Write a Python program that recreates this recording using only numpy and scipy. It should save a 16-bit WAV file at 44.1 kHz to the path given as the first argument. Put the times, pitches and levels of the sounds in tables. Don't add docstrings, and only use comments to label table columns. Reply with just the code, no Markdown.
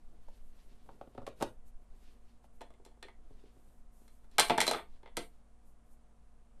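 import sys
import numpy as np
from scipy import signal
from scipy.fft import rfft, irfft
from scipy.io import wavfile
from scipy.ndimage import uniform_filter1d

SR = 44100
rng = np.random.default_rng(int(sys.argv[2]) if len(sys.argv) > 2 else 0)


def invert_db(level):
    return 10 ** (np.asarray(level, dtype=float) / 20)


def to_wav(sig):
    pcm = np.clip(np.atleast_2d(sig), -1, 1) * 32767
    pcm = np.round(pcm).astype(np.int16)
    wavfile.write(sys.argv[1], SR, pcm.T)


N = 291060


def at_hz(points, hz):
    table_hz, value = np.transpose(points)
    return np.interp(np.log(hz), np.log(table_hz), value)


def rms_one(x):
    return x / np.sqrt(np.mean(x ** 2) + 1e-20)


def band(x, low_hz, high_hz):
    return signal.sosfilt(signal.butter(2, [low_hz, high_hz], "band", fs=SR, output="sos"), x)


def drift(rate_hz):
    points = rng.standard_normal(400)
    return np.interp(np.arange(N) / SR * rate_hz, np.arange(400), points)


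# f/Hz, level/dB per Hz
AIR_SPECTRUM = [(35, -30), (60, -6.5), (79, -14), (102, -14.5), (177, -17.5), (233, -19.5), (360, -25),
                (700, -24), (767, -27), (1030, -27), (1880, -37), (4820, -45.5), (9370, -41.5),
                (11500, -49.5), (14500, -66)]
# f/Hz, level/dB rms
HUM_TONES = [(50, -66), (232, -77), (465, -88), (722, -85.5)]


def air():
    bins_hz = np.fft.rfftfreq(N, 1 / SR) + 1
    spectrum = rfft(rng.standard_normal(N)) * invert_db(at_hz(AIR_SPECTRUM, bins_hz))
    noise = invert_db(-70.5) * rms_one(irfft(spectrum, N))
    t = np.arange(N) / SR
    wavering_t = t + 0.018 * np.cumsum(drift(39)) / SR
    tones = np.zeros(N)
    for hz, db in HUM_TONES:
        tones += invert_db(db + 4.0 + 0.53 * drift(4.7)) * np.sin(2 * np.pi * hz * wavering_t)
    return noise + tones


# start t/s, length/s, skin slide level/dB, sleeve against skin level/dB
HAND_MOVES = [(-0.4, 2.02, -75.5, -4.5), (0.31, 0.076, -80, -8), (0.4, 0.11, -96, 5),
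              (1.356, .09, -69.5, -2), (1.64, 0.081, -77, 2), (1.78, .09, -85, 3),
              (1.855, 0.37, -73.5, -4.5), (2.15, 0.29, -79, -6), (2.42, .06, -75.5, -3),
              (2.517, 0.091, -86, 6), (3.17, 0.47, -76, -7.5), (3.5, 0.37, -84.5, 9),
              (3.9, 0.26, -82.5, 10.5), (4.1, 0.13, -84, 8.5), (4.2, 0.088, -82, 2), (4.28, .12, -70.5, -9),
              (4.85, 0.17, -76.5, -9), (5.25, 0.19, -80, -9), (5.62, .13, -98, 21.5), (5.83, 0.17, -93, 16),
              (6.56, 0.19, -74, -10)]


def hands():
    edge_share = 0.85
    bumps_db, bumps_follow = -76.5, 0.45
    grain_db = 1.5 * rng.exponential(1, N)
    bump_noise, skin_noise, sleeve_noise = rng.standard_normal((3, N)) * invert_db(grain_db * [[0], [1], [1]])
    t, skin, sleeve = np.arange(N) / SR, np.zeros(N), np.zeros(N)
    for start_s, length_s, skin_db, sleeve_db in HAND_MOVES:
        to_edge_s = np.minimum(t - start_s, start_s + length_s - t)
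        shape = np.clip(to_edge_s / (edge_share * length_s), 0, 1)
        skin += invert_db(skin_db + 1.5) * shape
        sleeve += invert_db(skin_db + sleeve_db + 2.0) * shape
    bumps = invert_db(bumps_db + 3.0 * drift(16)) * (skin / invert_db(-83.5)) ** bumps_follow
    layers = [(bump_noise, bumps, 90, 430), (skin_noise, skin, 1300, 5000), (sleeve_noise, sleeve, 6500, 13500)]
    out = np.zeros(N)
    for noise, gain, low_hz, high_hz in layers:
        out += gain * invert_db(2.7 * drift(30)) * rms_one(band(noise, low_hz, high_hz))
    return out


# t/s, level/dB
MOUNT_SWAY = [(0.0, -46.5), (0.55, -47), (1.1, -56.5), (1.82, -44.5), (2.48, -62), (2.54, -53), (3.1, -56),
              (3.2, -45), (3.73, -57), (3.88, -47), (4.06, -58), (4.49, -43.5), (4.59, -57), (5.07, -44.5),
              (5.51, -61.5), (5.86, -53), (5.99, -61.5), (6.6, -51.5)]


def sway():
    t_s, level_db = np.transpose(MOUNT_SWAY)
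    rocking = band(band(rng.standard_normal(N + SR), 2.7, 16), 2.0, 30)[SR:]
    return invert_db(np.interp(np.arange(N) / SR, t_s, level_db)) * rms_one(rocking)


def ring(force, hz, t60_s):
    r, w = invert_db(-60 / (t60_s * SR)), 2 * np.pi * hz / SR
    return signal.lfilter([0, np.sin(w)], [1, -2 * r * np.cos(w), r * r], force + 1e-18)


def contacts(count, contact_ms):
    t = np.arange(1024) / SR
    rough = rng.standard_normal((count, 1024)) * np.exp(-t / (contact_ms / 1000))
    tones = rfft(rough)
    rough = irfft(tones / np.abs(tones) ** 0.8) * (t < 4 * contact_ms / 1000)
    return rough / np.sqrt(np.sum(rough ** 2, axis=1, keepdims=True))


REGISTER_BORDERS_HZ = [500, 1500, 3900]
REGISTER_TOPS_HZ = [700, 2200, 4600, 16000]


def body(blows, modes, contact_ms, ring_db, crack_db, dull_db, uneven_db, lowest_hz):
    s, shell_db, desk_db, hard_db, edge_db = np.transpose(blows)
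    thud_db, knock_db = shell_db + desk_db, shell_db + hard_db
    levels_db = [thud_db, shell_db, knock_db, knock_db + edge_db]
    rough = contacts(len(s), contact_ms)
    luck = rng.standard_normal((len(s), 40))
    start = (s * SR).astype(int)
    where = start[:, None] + np.arange(1024)
    late = (rng.random((len(s), 40)) * contact_ms * 0.0008 * SR).astype(int)

    def scrape(db):
        return np.bincount(where.ravel(), (invert_db(db)[:, None] * rough).ravel(), N)[:N]

    def push(db, k):
        return np.bincount(start + late[:, k], invert_db(db), N)

    out = np.zeros((4, N))
    for k, (hz, mode_db, t60_s) in enumerate(modes):
        register = np.searchsorted(REGISTER_BORDERS_HZ, hz)
        db = levels_db[register] + mode_db + ring_db + uneven_db * luck[:, k]
        force = scrape(db) if register > 1 else push(db, k)
        out[register] += ring(force, hz, t60_s) * (-1) ** k
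    cracks = [(dull_db, 140, 760), (dull_db + 5.5, 680, 1000), (crack_db, 1400, 4000), (crack_db + 3.5, 3700, 11000)]
    for register, (db, low_hz, high_hz) in enumerate(cracks):
        out[register] += invert_db(db) * band(scrape(levels_db[register]), low_hz, high_hz)
    total = np.zeros(N)
    for k, top_hz in enumerate(REGISTER_TOPS_HZ):
        total += (-1) ** k * band(out[k], lowest_hz, top_hz)
    return total


# t/s, level/dB, desk press/dB, hardness/dB, edge sharpness/dB
FITTING_BLOWS = [(0.284, -49.5, -29, -14, -3), (0.861, -61.5, -8, -3, -15), (0.889, -38, -5.5, -16, -24),
                 (1.012, -36.5, -5.5, -12, -20), (1.073, -56, 12, -6, -25), (1.149, -50.5, 8, -8, -13),
                 (1.178, -31.5, -0.5, -13.5, -22), (1.218, -42.5, -15, -18, -9), (1.228, -58, 18, -5, -12),
                 (1.266, -37.5, -28, 2.5, -13), (1.275, -30.5, -4, -13.5, -9), (1.286, -47, 4, -6, -3),
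                 (1.402, -43.5, -8, -9, -3), (1.409, -34, 1, -2.5, -16), (1.415, -29, -8, -14, -5),
                 (1.424, -19, -6.5, -8.5, -4.5), (2.021, -73.5, 20.5, -4, -3), (2.076, -61, -9, 2, -16),
                 (2.441, -54.5, -7, -15, -2), (3.305, -63, 18, -6, -9), (3.437, -71.5, 26.5, 7, -10),
                 (3.457, -71, 2, 9, -24), (3.564, -75, 26, 0, -12), (4.016, -74, 21, 0, -9)]
# f/Hz, level/dB, t60/s
CARTRIDGE_MODES = [(110, -8, 0.12), (266, -2, 0.049), (390, -1, 0.053), (442, -4, 0.03), (572, 3, 0.027),
                   (780, 6.5, 0.0073), (897, -8.5, 0.051), (1040, -6.5, 0.031), (1356, -5, 0.015),
                   (1900, -13, 0.0067), (2600, -45, 0.004), (3440, -30, 0.048), (4350, -12, 0.0027),
                   (7500, -31, 0.0026)]


def cartridge_fitting():
    return body(FITTING_BLOWS, CARTRIDGE_MODES, contact_ms=4.0, ring_db=-8.5, crack_db=16, dull_db=21.0,
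                uneven_db=2.5, lowest_hz=74.8)


# f/Hz, t60/s
ROOM_DECAY = [(120, 0.28), (400, 0.12), (1000, 0.19), (3000, 0.16), (8000, 0.13), (14000, 0.38)]
# f/Hz, level/dB
ROOM_SPECTRUM = [(120, -9), (400, -21.5), (1000, -19.5), (3000, -13.5), (8000, -21), (14000, -29.5)]


def room(x):
    t = np.arange(SR // 2) / SR
    edges_hz = 90 * 2 ** np.arange(0, 7.6, 0.5)
    white, tail = rng.standard_normal((2, len(t))), np.zeros(len(t))
    for k, (low_hz, high_hz) in enumerate(zip(edges_hz, edges_hz[1:])):
        hz = np.sqrt(low_hz * high_hz)
        decay_db = at_hz(ROOM_SPECTRUM, hz) - 60 * t / at_hz(ROOM_DECAY, hz)
        tail += band(white[k % 2], low_hz, high_hz) * invert_db(decay_db)
    tones = rfft(tail)
    power = np.abs(tones) ** 2
    fine = uniform_filter1d(power, size=11) + 1e-12
    broad = uniform_filter1d(power, size=601) + 1e-12
    tail = irfft(tones * np.sqrt(broad / fine)) * np.clip((0.3 - t) / 0.2, 0, 1) ** 2
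    tail *= np.clip(t / 0.0013 - 0.5, 0, 1) * invert_db(-10.0)
    return signal.fftconvolve(x, tail)[:N]


# t/s, level/dB, desk/dB, hardness/dB, edge sharpness/dB
NUDGE_BLOWS = [(2.608, -42.5, -0.5, -7, -13), (2.615, -43, -9.5, -7.5, -5), (2.704, -52, -2.5, -12, -7),
               (2.738, -55.5, 4, -11.5, -10), (2.799, -58, 2.5, -23.5, -20), (2.85, -59, -16, -2.5, 6),
               (2.861, -48.5, 0, -12, -2), (2.914, -63, -14, -9, -10), (2.973, -61, -1, -16, -24),
               (3.027, -41, -4, 2.5, -14.5), (3.05, -64, 12, -8, -6), (3.084, -48, -6, -5, -18),
               (4.054, -76, 10, -11, -4), (4.079, -64.5, -4.5, -0.5, 2), (4.244, -73.5, 10, 1.5, -9),
               (4.314, -66, 2.5, -1.5, 0.5), (5.031, -53, 2, -4.5, -18), (5.059, -47.5, -3, -2.5, -29),
               (5.075, -49.5, -12, -6, -23)]
# f/Hz, level/dB, t60/s
COVER_MODES = [(256, -4.5, 0.033), (360, -2, 0.035), (420, 1, .03), (486, 1, 0.031), (620, -5, 0.025),
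               (704, -4, 0.04), (883, -0.5, 0.027), (1090, -9, 0.028), (1230, -2, 0.013),
               (1506.4, -0.5, 0.01), (1849, -4.5, 0.036), (2020, 2, 0.0098), (2512, -13.5, 0.011),
               (3130, -6, 0.012), (3490, 0, 0.0067), (4040, 2, 0.021), (5960, -14, 0.025), (7080, -2, 0.01),
               (8926, -1, 0.012)]


def cover_nudged():
    return body(NUDGE_BLOWS, COVER_MODES, contact_ms=3.0, ring_db=-6.5, crack_db=18.5, dull_db=12.5,
                uneven_db=4.5, lowest_hz=257)


# t/s, level/dB, desk/dB, hardness/dB, edge sharpness/dB
DROP_BLOWS = [(4.383, -25.5, -14.5, 6, -4), (4.388, -12, -17.5, -8, -16), (4.396, -24, -5, 6, -1.5),
              (4.401, -16.5, -20.5, -3.5, -3.5), (4.409, -36, 2, 3, 0), (4.484, -38.5, -13.5, -11, 4),
              (4.497, -13.5, -17.5, -6, -21), (4.505, -13.5, -7.5, -12.5, -15.5),
              (4.578, -25.5, -4.5, -7.5, -2), (4.582, -15, -24, -9, -18.5), (4.604, -28.5, -22, 9, -5.5),
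              (4.614, -21.5, -28, -8, 3), (4.623, -39, 8.5, 7.5, -7), (4.667, -27.5, -26, -6, 0.5),
              (4.678, -19.5, -9.5, -6.5, -3.5), (4.692, -29, -22, -12.5, 1.5), (4.712, -22, -8, -8.5, -1),
              (5.169, -41.5, 2, 6, 3.5), (5.173, -25.5, -0.5, -10.5, -7.5)]


def cover_dropped():
    return body(DROP_BLOWS + rattle(), COVER_MODES, contact_ms=2.5, ring_db=-7.5, crack_db=19.5, dull_db=12.0,
                uneven_db=4.0, lowest_hz=117)


def rattle():
    start_s, gap_s, level_db, loss_db, soften_db = 4.734, 0.012, -26.5, 2, 1.5
    desk_db, hard_db, edge_db = -12.5, -5, -16.5
    return [(start_s + gap_s * k, level_db - loss_db * k, desk_db,
             hard_db - soften_db * k, edge_db - soften_db * k) for k in range(6)]


def scene():
    background = air() + hands() + sway()
    cartridge, nudged, dropped = cartridge_fitting(), cover_nudged(), cover_dropped()
    echoes = room(invert_db(-4.5) * cartridge) + room(invert_db(-1.5) * nudged) + room(dropped)
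    return (background + cartridge + nudged + dropped + echoes)[None]


def low_pass(x):
    return signal.sosfilt(signal.butter(12, 15010, fs=SR, output="sos"), x)


def record(dry):
    top_cut = signal.cheby2(8, 30, 15000, fs=SR, output="sos")
    mix = signal.sosfilt(top_cut, dry)
    return low_pass(mix)


dry = scene()
out = record(dry)
to_wav(out)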